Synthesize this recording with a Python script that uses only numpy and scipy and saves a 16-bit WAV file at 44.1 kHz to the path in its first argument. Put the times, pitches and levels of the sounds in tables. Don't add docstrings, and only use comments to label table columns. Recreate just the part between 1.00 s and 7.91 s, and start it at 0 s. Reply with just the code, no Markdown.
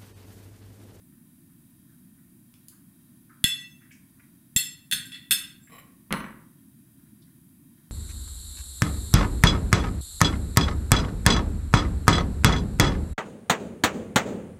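import sys
import numpy as np
from scipy import signal
from scipy.fft import rfft, irfft, next_fast_len
from scipy.io import wavfile
from scipy.ndimage import map_coordinates

SR = 44100
rng = np.random.default_rng(int(sys.argv[2]) if len(sys.argv) > 2 else 0)


def store_wav(level_fs):
    pcm = np.round(np.clip(np.atleast_2d(level_fs), -1, 1) * 32767)
    wavfile.write(sys.argv[1], SR, pcm.T.astype(np.int16))


N = 304731
TIPS, EDGE, BACK = 0, 1, 2
TOP_HZ = 16900
AGE = np.arange(int(.62 * SR)) / SR


def fork(chatter_hz=90, between_db=-18, ring_wet_db=-5):
    # frequency in Hz, free t60 (time to fade by 60 dB) in seconds,
    # then the level in dB when touched with the tine tips, with the tine edge, with the fork's back.
    plate_modes = [(1600, 0.2, -24, -40, -12), (1902, 0.18, -26, -28, -13), (1950, 0.23, -4, -14, -24),
                   (2583, 0.2, -23, -26, -11), (2676, 0.34, -5, -9, -15), (2824, 0.2, -22, -27, -16),
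                   (3310, 0.15, -26, -19, -6), (3440, 0.17, 2, -4, -4), (3485, 0.15, -13, -5, 1),
                   (3685, 0.18, -34, -22, -9), (4295, 0.28, -15, -9, -12), (4367, 0.2, -23, -18, -13),
                   (5258, 0.35, -15, -13, -12), (6300, 0.55, -24, -29, -20), (6570, 0.4, -26, -29, -23),
                   (7470, 0.22, -14, -1, -10), (7832, 0.3, -18, -20, -22), (8455, 0.22, -34, -36, -12),
                   (8755, 0.22, -26, -17, -16), (9465, 0.26, -15, -13, -13), (9838, 0.22, -33, -30, -10),
                   (10145, 0.22, -20, -16, -13), (10215, 0.22, -29, -17, -17), (11245, 0.32, -15, -15, -21),
                   (11630, 0.28, -22, -13, -17), (12795, 0.22, -51, -49, -11), (13122, 0.22, -15, -12, -19),
                   (13445, 0.22, -24, -39, -11), (14920, 0.2, -32, -31, -23), (15090, 0.22, -28, -25, -34)]
    # share of the free ring time in the low modes,
    # the same share in the high modes, level change in dB of the mode near 5.3 kHz.
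    hand_grip = [(1, 1, 0), (0.72, .7, -4.5), (0.32, .4, -3.5)]
    # frequency in Hz, level in dB.
    crack_colour = [(200, -26), (500, -30.5), (850, -34.5), (1600, -10), (3300, 1.5), (6000, -0.5),
                    (10500, 8), (13500, -6.5), (16000, -13.5)]
    # frequency in Hz, level in dB.
    buzz_colour = [(450, -23), (850, -18.5), (1550, 0.5), (2500, -3), (3600, -0.5), (4900, -2.5),
                   (5600, -11), (6800, -8.5), (8500, 1.5), (10200, 4.5), (12300, -13.5), (13400, -10),
                   (15500, -17.5)]
    # start in seconds, level in dB.
    table_jolts = [(3.9246, -42), (4.3088, -45)]
    grip_low_hz, grip_high_hz = 2790, 3600
    bright_from_hz = 3500
    middle_mode_hz, middle_octaves = 5260, .1
    free_buzz_t60_s, crack_t60_s = 0.27, .008

    cracks, rings = np.zeros(N), np.zeros(N)
    hz, t60, *touch_db = np.transpose(plate_modes)
    in_middle_mode = abs(octaves(hz, middle_mode_hz)) < middle_octaves
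    for s, part, ring_db, crack_db, buzz_db, bright_db in contacts():
        low, high, middle_db = hand_grip[part]
        grip = along([(grip_low_hz, low), (grip_high_hz, high)], hz)
        tilt_db = lambda f: bright_db * np.maximum(octaves(f, bright_from_hz), 0)
        mode_db = touch_db[part] + tilt_db(hz) + middle_db * in_middle_mode
        smeared = [(f, chatter_hz, db) for f, db in zip(hz, mode_db)]
        between = lambda f: amp(between_db + along(buzz_colour, f) + tilt_db(f))
        buzz = white(lambda f: bells(smeared, f) + between(f))
        add(rings, s, amp(ring_db) * ring(hz, mode_db, t60 * np.minimum(grip, 1)))
        add(rings, s, amp(buzz_db) * buzz * fade(free_buzz_t60_s * low))
        add(cracks, s, amp(crack_db) * noise(crack_colour) * fade(crack_t60_s))
    rings = radiated(rings)
    for s, db in table_jolts:
        thud = white(lambda f: bells([(180, 56, 0)], f))
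        add(rings, s, amp(db) * thud * fade(0.36))
    return room(rings, ring_wet_db) + room(radiated(cracks), wet_db=-13)


def contacts():
    # start in seconds, touching part, number of bounces (rounded), ring level in dB,
    # crack level in dB, buzz level in dB, brightness in dB per octave.
    landings = [(2.4415, TIPS, 0, -16.5, -4.5, -29, -0.5), (3.5628, EDGE, 0, -16, -13, -25.5, 1.5),
                (3.9131, BACK, 0, -27.5, -19, -33.5, 2), (3.9236, BACK, 1, -22, -31.5, -21, -1.5),
                (4.056, EDGE, 0, -51.5, -60.5, -48.5, 4.5), (4.1194, TIPS, 0, -46, -62.5, -43, -3),
                (4.1445, EDGE, 0, -39, -68.5, -42, -13.5), (4.3095, BACK, 2.5, -16.5, -12.5, -18.5, 1)]
    bounce_s, crack_loss_db = .007, 6.5
    rebound_ring_db, rebound_buzz_db, rebound_bright_db = -6.5, -3, 4
    for s, part, bounces, ring_db, crack_db, buzz_db, bright_db in landings:
        yield s, part, ring_db, crack_db, buzz_db, bright_db
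        for k in range(1, round(bounces) + 1):
            yield (s + k * bounce_s, part, ring_db + rebound_ring_db, crack_db - k * crack_loss_db,
                   buzz_db + rebound_buzz_db, bright_db + rebound_bright_db)


def radiated(x):
    return signal.sosfilt(signal.butter(3, 1150, "highpass", fs=SR, output="sos"), x)


def table_push(boom_hz=145, boom_db=-31):
    # time of the peak in seconds, signed peak pressure (full scale is 1), half width in seconds.
    pushes = [(2.4451, 0.15, 0.0018), (3.5647, -0.11, 0.002), (4.314, -0.02, 0.0015),
              (5.1305, 0.0068, 0.0013)]
    t = np.arange(N) / SR
    out = np.zeros(N)
    for s, peak, width in pushes:
        u = ((t - s) / width) ** 2
        out += peak * (1 - 1.3 * u) * np.exp(-u)
        boom = np.sin(2 * np.pi * boom_hz * AGE) * fade(1.0)
        add(out, s, peak * amp(boom_db) * boom)
    return out


def knife():
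    # start in seconds, knock level in dB, crack level in dB,
    # top of the crack in Hz, level of the blade's ring in dB.
    knocks = [(5.1071, -27.5, -27.5, 1397, -61), (5.1258, -25.5, -12, 15350, -55.5),
              (5.139, -28, -16, 2200, -52)]
    # frequency in Hz, level in dB.
    wood_colour = [(30, 0.5), (100, -6.5), (155, 16.5), (290, 10), (420, -7.5), (600, 1.5), (790, -12.5),
                   (1020, 6.5), (1500, 0.5), (2700, -8), (3450, -16), (4100, -9), (4800, -21.5),
                   (5600, -21.5), (15000, -60)]
    # frequency in Hz, level in dB, t60 in seconds before damping.
    table_modes = [(157, -3, .5), (237, -7, .55), (330, -11, .35), (520, -10, .3), (964, -5, .5),
                   (1055, -7, .25), (1220, -3, .22), (1367, -14, .45), (1534, -13, .4), (1702, -10, .35),
                   (1945, -9, .45), (2300, -8, .2), (2790, -11, .2), (2993, -8, .22), (4188, -17, .26)]
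    # frequency in Hz, level in dB, t60 in seconds.
    blade_modes = [(6105, -8, .3), (7784, -6, .35), (9679, 1, .3), (10930, -10, .3), (12330, -8, .25),
                   (13010, -10, .35), (14870, -10, .3)]
    # frequency in Hz, level in dB.
    knife_crack_colour = [(200, -20), (1000, -2.5), (2300, 12), (4500, -14.5), (8000, -8.5), (10500, -0.5),
                          (16000, -16.5)]
    crack_t60_s = .008
    damping_t60_s = 1.2
    wood_top_over_crack = 2.195

    landings = [(*row, crack_t60_s) for row in knocks]
    cracks, rings = np.zeros(N), np.zeros(N)
    for s, knock_db, crack_db, top_hz, blade_db, crack_t60 in [*landings, *rocking()]:
        wood = noise(wood_colour) * fade(0.11)
        table_ring = ring(*np.transpose(table_modes), beat_hz=10.1, twin=0.87)
        wood = wood + amp(-12.5) * table_ring * fade(damping_t60_s)
        wood_top_hz = min(wood_top_over_crack * top_hz, TOP_HZ)
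        wood = signal.sosfilt(signal.butter(3, wood_top_hz, fs=SR, output="sos"), wood)
        blade = ring(*np.transpose(blade_modes), beat_hz=5.3, twin=0.39)
        add(rings, s, amp(knock_db) * wood + amp(blade_db) * blade)
        crack = white(lambda f: amp(along(knife_crack_colour, f)) / (1 + (f / top_hz) ** 4))
        add(cracks, s, amp(crack_db) * crack * fade(crack_t60))
    return room(rings, wet_db=-3.5) + room(cracks, wet_db=-17.5)


def rocking(count=16, scatter_db=2, uneven=.2):
    first_s, first_gap_s, shrink = 5.1688, .032, .91
    knock_db, scuff_db, blade_db = -33.5, -35, -53
    loss_db, scuff_loss_db = 5.5, 2
    scuff_top_hz, scuff_t60_s = 1450, .025
    s = first_s
    for k, (size, pace) in enumerate(rng.standard_normal((count, 2))):
        scatter = scatter_db * size
        yield (s, knock_db - k * loss_db + scatter, scuff_db - k * scuff_loss_db + scatter,
               scuff_top_hz, blade_db - k * loss_db, scuff_t60_s)
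        s += first_gap_s * min(shrink, 1) ** k * np.exp(uneven * pace)


def slide(slips_per_s=900, bright_db=1, grit_db=-17, grit_top_hz=3000, catch_db=2.0, catches_per_s=90):
    # frequency in Hz, width in Hz, level in dB.
    sliding_modes = [(200, 120, 0), (560, 220, -2), (1100, 70, 5), (1940, 90, -3), (2290, 260, -6),
                     (3030, 70, -4), (3930, 110, -8), (5280, 70, -16), (7560, 70, -5), (9680, 30, -2),
                     (10900, 35, -3), (12310, 35, -1), (13000, 40, -9), (14900, 85, -8)]
    start_s, length_s, level_db, swell_db_per_s = 4.695, .095, -53, 34.5
    squeak_s, squeak_length_s, squeak_db, squeak_hz, squeak_width_hz = 4.61, .075, -63, 7540, 71

    grains = rng.standard_normal(N)
    slip_now = rng.random(N) < slips_per_s / SR
    slips = grains * (.3 + slip_now * 4)

    def body(hz):
        grit = amp(grit_db) / (1 + (hz / grit_top_hz) ** 2)
        return bells(sliding_modes, hz) * amp(bright_db * octaves(hz, 1000)) + grit

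    scrape = amp(level_db) * unit(filtered(slips, body)) * stroke(start_s, length_s, swell_db_per_s)
    squeak = white(lambda hz: bells([(squeak_hz, squeak_width_hz, 0)], hz), size=N)
    squeak = amp(squeak_db) * squeak * stroke(squeak_s, squeak_length_s)
    return amp(catch_db * wobble(catches_per_s)) * (scrape + squeak)


def stroke(start, length, swell_db=0):
    attack_s, release_s = .01, .012
    t = np.maximum(np.arange(N) / SR - start, 0)
    held = np.minimum(t, length)
    return (1 - np.exp(-t / attack_s)) * amp(swell_db * held) * np.exp(-(t - held) / release_s)


def brushes(count=14, scatter_db=2.5, scatter_octaves=0.22):
    # start in seconds, level in dB, centre in Hz, t60 in seconds.
    soft_brushes = [(1.715, -62.5, 1360, 0.21), (2.294, -54.5, 1410, 0.24), (2.802, -60, 1750, .4),
                    (2.907, -49, 2210, 0.13), (2.914, -57, 6300, 0.19), (3.195, -50, 1770, 0.065),
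                    (4.67, -54, 1830, .13), (6.218, -59.5, 4200, .08)]
    width_octaves, rise_share = .36, 0.027
    rustle_db, rustle_hz, rustle_t60_s = -68, 1600, 0.14
    out = np.zeros(N)
    rustles = []
    for when, size, colour in rng.random((count, 3)):
        db = rustle_db + scatter_db * (2 * size - 1)
        centre_hz = rustle_hz * 2 ** (scatter_octaves * (2 * colour - 1))
        rustles.append((when * N / SR, db, centre_hz, rustle_t60_s))
    for s, db, centre_hz, t60 in [*soft_brushes, *rustles]:
        rise = 1 - np.exp(-AGE / (rise_share * t60))
        add(out, s, amp(db) * puff(centre_hz, width_octaves, t60) * rise)
    return out


def ticks():
    # start in seconds, level in dB, centre in Hz.
    sharp_ticks = [(1.540, -48, 4500), (1.6843, -36, 9000)]
    out = np.zeros(N)
    for s, db, centre_hz in sharp_ticks:
        add(out, s, amp(db) * puff(centre_hz, width=1.23, t60=0.009))
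    return room(out, wet_db=0)


def puff(centre_hz, width, t60):
    return white(lambda hz: np.exp(-.5 * (octaves(hz, centre_hz) / width) ** 2)) * fade(t60)


def room(x, wet_db):
    # frequency in Hz, t60 in seconds.
    room_decay = [(150, .65), (500, .56), (1500, .52), (3500, .41), (8000, .35), (15000, .26)]
    out = x.copy()
    step = SR // 3
    for start in range(0, N, step):
        piece = x[start:start + step]
        if not piece.any():
            continue
        hz, t, z = signal.stft(rng.standard_normal(len(AGE)), SR, nperseg=256)
        decay = amp(-60 * t / along(room_decay, hz)[:, None])
        tail = signal.istft(z * decay, SR, nperseg=256)[1][:len(AGE)]
        tail = tail * (1 - np.exp(-AGE / 0.0027))
        add(out, start / SR, amp(wet_db) * signal.fftconvolve(piece, tail / np.linalg.norm(tail)))
    return out


def background():
    # frequency in Hz, level in dB.
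    rumble_colour = [(15, -25), (32, -22.5), (55, -16), (100, -8), (125, -4), (170, -2.5), (215, -2.5),
                     (265, -2.5), (300, -9), (345, -13), (395, -28.5), (500, -47), (800, -79.5)]
    # frequency in Hz, width in Hz, level in dB.
    air_bands = [(650, 38, 8.5), (1019, 130, 6.5), (1490, 300, 4.5), (1817, 45, 11.5), (2530, 220, -4),
                 (3060, 23, 1.5), (3240, 40, 8), (3810, 300, 3.5), (4750, 220, 2.5), (5246, 160, -5),
                 (5870, 660, -1.5), (6600, 470, -2.5)]
    # frequency in Hz, level in dB.
    hiss_colour = [(200, -13), (480, -11.5), (850, -12.5), (1500, -18), (2300, -10.5), (4300, -20.5),
                   (6400, -19), (7300, -12), (8300, -7), (10300, 0), (14000, -3.5), (15700, -5.5),
                   (16100, -28)]
    waver = amp(.9 * np.array([wobble(7), wobble(5)]))
    rumble = amp(-56.0) * waver[0] * noise(rumble_colour, size=N)
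    air = amp(-75.0) * waver[1] * white(lambda hz: bells(air_bands, hz), size=N)
    hiss = amp(-64.0) * noise(hiss_colour, size=N)
    return rumble + air + hiss


def ring(hz, db, t60, beat_hz=9, twin=0.75):
    draw = rng.random((len(hz), 4))
    out = np.zeros(len(AGE))
    for f, level, life, (phase, twin_phase, split, luck) in zip(hz, db, t60, draw):
        t = AGE[AGE < 1.2 * life]
        twin_f = f + beat_hz * (1 + split) * np.sign(luck - .5)
        main_tone = np.sin(2 * np.pi * (f * t + phase))
        twin_tone = np.sin(2 * np.pi * (twin_f * t + twin_phase))
        out[:len(t)] += amp(level - 60 * t / life) * (main_tone + twin * twin_tone)
    return out / np.hypot(1, twin)


def bells(resonances, hz):
    return np.sqrt(sum(amp(2 * db) / (1 + ((hz - centre) / width) ** 2) ** 2
                       for centre, width, db in resonances))


def white(response, size=len(AGE)):
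    return unit(filtered(rng.standard_normal(size), response))


def noise(colour, size=len(AGE)):
    return white(lambda hz: amp(along(colour, hz)), size)


def wobble(rate):
    knots = rng.standard_normal(int(N * rate / SR) + 4)
    return map_coordinates(knots, [np.arange(N) * rate / SR])


def filtered(x, response):
    m = next_fast_len(len(x) + SR // 2)
    return irfft(rfft(x, m) * response(np.fft.rfftfreq(m, 1 / SR)), m)[:len(x)]


def along(points, hz):
    f, v = np.transpose(points)
    return np.interp(np.log(hz + 1), np.log(f + 1), v)


def octaves(hz, centre_hz):
    return np.log2((hz + 1) / centre_hz)


def fade(t60):
    return amp(-60 * AGE / np.maximum(t60, 1e-4))


def amp(db):
    return 10 ** (np.asarray(db) / 20)


def unit(x):
    return x / np.sqrt(np.mean(x ** 2) + 1e-20)


def add(track, s, sound):
    part = track[round(s * SR):][:len(sound)]
    part += sound[:len(part)]


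def scene():
    touches = room(slide() + brushes(), wet_db=-4.0) + ticks()
    return (fork() + table_push() + knife() + touches + background())[None]


def record(dry):
    rounded = dry[0] / (1 + (dry[0] / .7) ** 4) ** (1 / 4)
    return filtered(rounded, lambda hz: np.clip((TOP_HZ - hz) / 700, 0, 1) ** 2)[None]


dry = scene()
out = record(dry)
store_wav(out)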